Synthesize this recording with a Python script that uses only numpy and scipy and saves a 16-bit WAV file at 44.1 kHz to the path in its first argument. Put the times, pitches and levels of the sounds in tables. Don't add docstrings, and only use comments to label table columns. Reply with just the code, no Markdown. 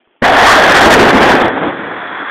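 import sys
import numpy as np
from scipy import signal
from scipy.fft import rfft, irfft, next_fast_len
from scipy.io import wavfile
from scipy.ndimage import uniform_filter1d, map_coordinates

SR = 44100
rng = np.random.default_rng(int(sys.argv[2]) if len(sys.argv) > 2 else 0)


def log_audio(samples):
    frames = np.atleast_2d(samples).T
    limited = np.clip(frames, -1, 1)
    pcm = np.round(limited * 32767).astype(np.int16)
    wavfile.write(sys.argv[1], SR, pcm)


def boost_factor(decibels):
    exponent = np.asarray(decibels, float) / 20
    return 10 ** exponent


N = 101430


def along(points, hz):
    f, value = np.transpose(points)
    return np.interp(np.log(hz + 1), np.log(f + 1), value)


def curves(rows):
    s, *columns = np.transpose(rows)
    return [np.interp(np.arange(N) / SR, s, column) for column in columns]


def coloured(x, spectrum):
    size = 2 * next_fast_len(N // 2 + 4096)
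    gain = boost_factor(along(spectrum, np.fft.rfftfreq(size, 1 / SR)))
    cepstrum = irfft(np.log(gain), size)
    cepstrum[1:size // 2] *= 2
    cepstrum[size // 2 + 1:] = 0
    response = np.exp(rfft(cepstrum))
    return irfft(rfft(x, size) * response, size)[:N]


def wobble(rate):
    return map_coordinates(rng.standard_normal(900), [np.arange(N) * rate / SR])


def debris(spectrum, rate, spread_db, patchy_db, lumpy_db):
    chance, side, size = rng.random((3, N))
    strength = boost_factor(-spread_db * np.log(size + 1e-9))
    hits = (chance < rate / SR) * np.sign(side - .5) * strength
    z = signal.stft(hits, nperseg=512)[2]
    field = uniform_filter1d(rng.standard_normal(z.shape), 4, 0)
    field = uniform_filter1d(field, 5, 1)
    patchy = signal.istft(z * boost_factor(patchy_db * field / field.std()), nperseg=512)[1][:N]
    x = coloured(patchy * boost_factor(lumpy_db * wobble(45.08)), spectrum)
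    return x / x.std()


def pulses(rows, cycles):
    t = np.clip(np.arange(N) / SR - np.array(rows)[:, :1], 0, None)
    _, db, hz = np.transpose(rows)[:, :, None]
    swings = boost_factor(db - 60 * t * hz / cycles) * np.sin(2 * np.pi * hz * t)
    return -swings.sum(0)


# start in [s], length in [s], crack in [dB], boom in [dB].
FRONT_ARRIVALS = [(0.239, 0.013, -4, -12), (0.328, 0.087, -6, -42), (0.418, 0.11, -1.5, -23),
                  (0.454, 0.1, -3.5, -19), (0.617, 0.049, -4.5, -25), (0.68, 0.041, 0, -35),
                  (0.738, 0.056, 0.5, -16.5), (0.801, 0.061, 0.5, -4.5), (0.853, 0.028, -38, 5),
                  (0.898, 0.046, 3.5, -4.5), (0.987, 0.041, -4, 3), (1.084, 0.021, -3, -6),
                  (1.116, .06, -27, -6.5), (1.202, 0.038, -3, -2), (1.247, 0.064, -5.5, -10),
                  (1.291, 0.066, -9.5, -7), (1.405, 0.041, -12.5, -9), (1.442, 0.029, -14.5, -14.5),
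                  (0.548, .04, -7, -16), (1.046, 0.041, -11.5, -5.5), (1.554, 0.026, -19, -15.5),
                  (1.608, 0.086, -22.5, -15.5)]
# frequency in [Hz], density in [dB per Hz].
CRACK_COLOUR = [(50, -37.5), (350, -11.5), (760, -1), (1200, -6), (1750, -2), (2100, -9.5), (2700, -17),
                (3700, -18.5)]
# frequency in [Hz], density in [dB per Hz].
BOOM_COLOUR = [(35, -33.5), (80, -14.5), (170, -6.5), (280, 2.5), (600, -3), (1500, -11), (2800, -28.5),
               (3700, -36.5)]


def blast():
    rise_s, fall_s = .008, 0.013
    t = np.arange(N) / SR
    s, length, crack_db, boom_db = np.transpose(FRONT_ARRIVALS)[:, :, None]
    rise = np.clip((t - s) / rise_s, 0, 1) ** 2
    fall = np.exp(-2 * np.clip(t - s - length, 0, None) / fall_s)
    power = rise * fall
    crack = np.sqrt((power * boost_factor(2 * crack_db)).sum(0))
    boom = np.sqrt((power * boost_factor(2 * boom_db)).sum(0))
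    sharp = debris(CRACK_COLOUR, 3500, 1.2, 1.6, .3)
    deep = debris(BOOM_COLOUR, 1800, 1.2, 2, .8)
    return crack * sharp + boom * deep


# start in [s], peak in [dB], pitch in [Hz].
FIRST_PUSHES = [
    (.2168, -27, 750),
    (.2205, -10, 215),
    (.2255, -3, 620),
    (.2312, -1, 1600),
    (.229, -4, 235),
]


def first_shock():
    return pulses(FIRST_PUSHES, 14.0)


# start in [s], peak in [dB], pitch in [Hz].
STRAY_CRACKS = [
    (1.4815, 1.5, 800),
]


def stray_crack():
    return pulses(STRAY_CRACKS, 9)


# time in [s], level in [dB], share of deep rumble in [0-1].
VALLEY_ROAR = [(.216, -63, 0.5), (.222, -10.5, 0.4), (.25, -5, 0.18), (.55, -3.5, 0.01), (.87, -7, 0.31),
               (.893, -7, 0.6), (.91, -0.5, 0.68), (1.105, -2.5, 0.38), (1.123, -11, 0.5), (1.14, -4, 0.3),
               (1.36, -6.5, 0.28), (1.42, -8, 0.42), (1.51, -15, 0.65), (1.592, -17, 0.72),
               (1.66, -17.5, 0.47), (1.76, -19.5, 0.65), (2.0, -23, 0.34), (2.3, -26, 0.15)]


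def valley():
    level_db, deep = curves(VALLEY_ROAR)
    deep = np.clip(deep, 0, 1)
    hiss = debris(CRACK_COLOUR, 5000, 1, 1.6, .3)
    rumble = debris(BOOM_COLOUR, 2500, 1, 2, .6)
    roar = np.sqrt(1 - deep) * hiss + np.sqrt(deep) * rumble
    started = np.arange(N) > VALLEY_ROAR[0][0] * SR
    return boost_factor(level_db) * roar * started


# start in [s], level in [dB], pitch in [Hz], 60 dB decay in [s].
PIT_HOLLOWS = [
    (0.246, -5, 766, 2.53),
    (0.461, 0, 1186, 0.75),
    (0.551, -8.5, 615, 1.5),
    (1.63, -15, 272, 0.23),
]
# frequency in [share of pitch], level in [dB].
HOLLOW_SHAPE = [(.4, -32.5), (.75, -12), (0.899, -1.5), (1.03, 0), (1.17, -13), (1.7, -30)]


def pit():
    out = np.zeros(N)
    for s, db, hz, t60 in PIT_HOLLOWS:
        t = np.clip(np.arange(N) / SR - s, 0, None)
        band = [(hz * share, rel_db) for share, rel_db in HOLLOW_SHAPE]
        swell = np.minimum(t / 0.0069, 1)
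        decay = boost_factor(db - 60 * t / t60)
        out += swell * decay * debris(band, 2500, 1, 1, 0.56)
    return out


# time in [s], level in [dB].
ROCK_SLIDE = [
    (1.2, -45),
    (1.5, -26.5),
    (1.8, -26),
    (2.05, -23.5),
    (2.3, -19.5),
]
# frequency in [Hz], density in [dB per Hz].
STONE_COLOUR = [(60, -38), (700, -7.5), (1250, 1.5), (1780, 0.5), (2150, -6.5), (3050, -25.5), (3380, -8.5),
                (3620, -18.5)]


def rocks():
    level_db, = curves(ROCK_SLIDE)
    started = np.arange(N) > ROCK_SLIDE[0][0] * SR
    return boost_factor(level_db) * started * debris(STONE_COLOUR, 3000, 1.6, 1.3, .4)


# start in [s], peak in [dB], pitch in [Hz].
EARLY_KNOCK = [
    (.0748, -42, 950),
    (.0748, -44, 420),
]


def knock():
    return pulses(EARLY_KNOCK, 9)


# frequency in [Hz], density in [dB per Hz].
AIR_COLOUR = [(40, -34), (150, -14), (340, 2.5), (650, -4.5), (1200, -7), (2000, -8), (3300, -10),
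              (3700, -24.5)]


def air():
    level_db = -55.5
    return boost_factor(level_db) * debris(AIR_COLOUR, 2100, 1.6, 2.7, .7)


def scene():
    explosion = blast() + first_shock() + stray_crack()
    answer = valley() + pit()
    background = rocks() + knock() + air()
    return (explosion + answer + background)[None]


# frequency in [Hz], gain in [dB].
CAPSULE_BAND = [(3000, -1), (3200, 1.5), (3370, 3), (3550, -1), (3800, -8.5), (4400, -29.5), (4650, -57.5),
                (4750, -110)]


def overloaded_microphone(x):
    ceiling, coupling_hz, top_hz = 0.69, 4, 15750
    x = np.clip(coloured(x, CAPSULE_BAND), -ceiling, ceiling)
    x = signal.lfilter(*signal.butter(1, coupling_hz, "high", fs=SR), x)
    top = signal.firwin(numtaps=201, cutoff=top_hz, window=("kaiser", 9), fs=SR)
    padded = np.pad(x, 100, "reflect", reflect_type="odd")
    return np.convolve(padded, top, "valid")


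def band_limit(x):
    return signal.sosfilt(signal.butter(12, 16500, fs=SR, output="sos"), x)


def record(dry):
    mix = overloaded_microphone(dry[0])[None]
    return band_limit(mix)


dry = scene()
out = record(dry)
log_audio(out)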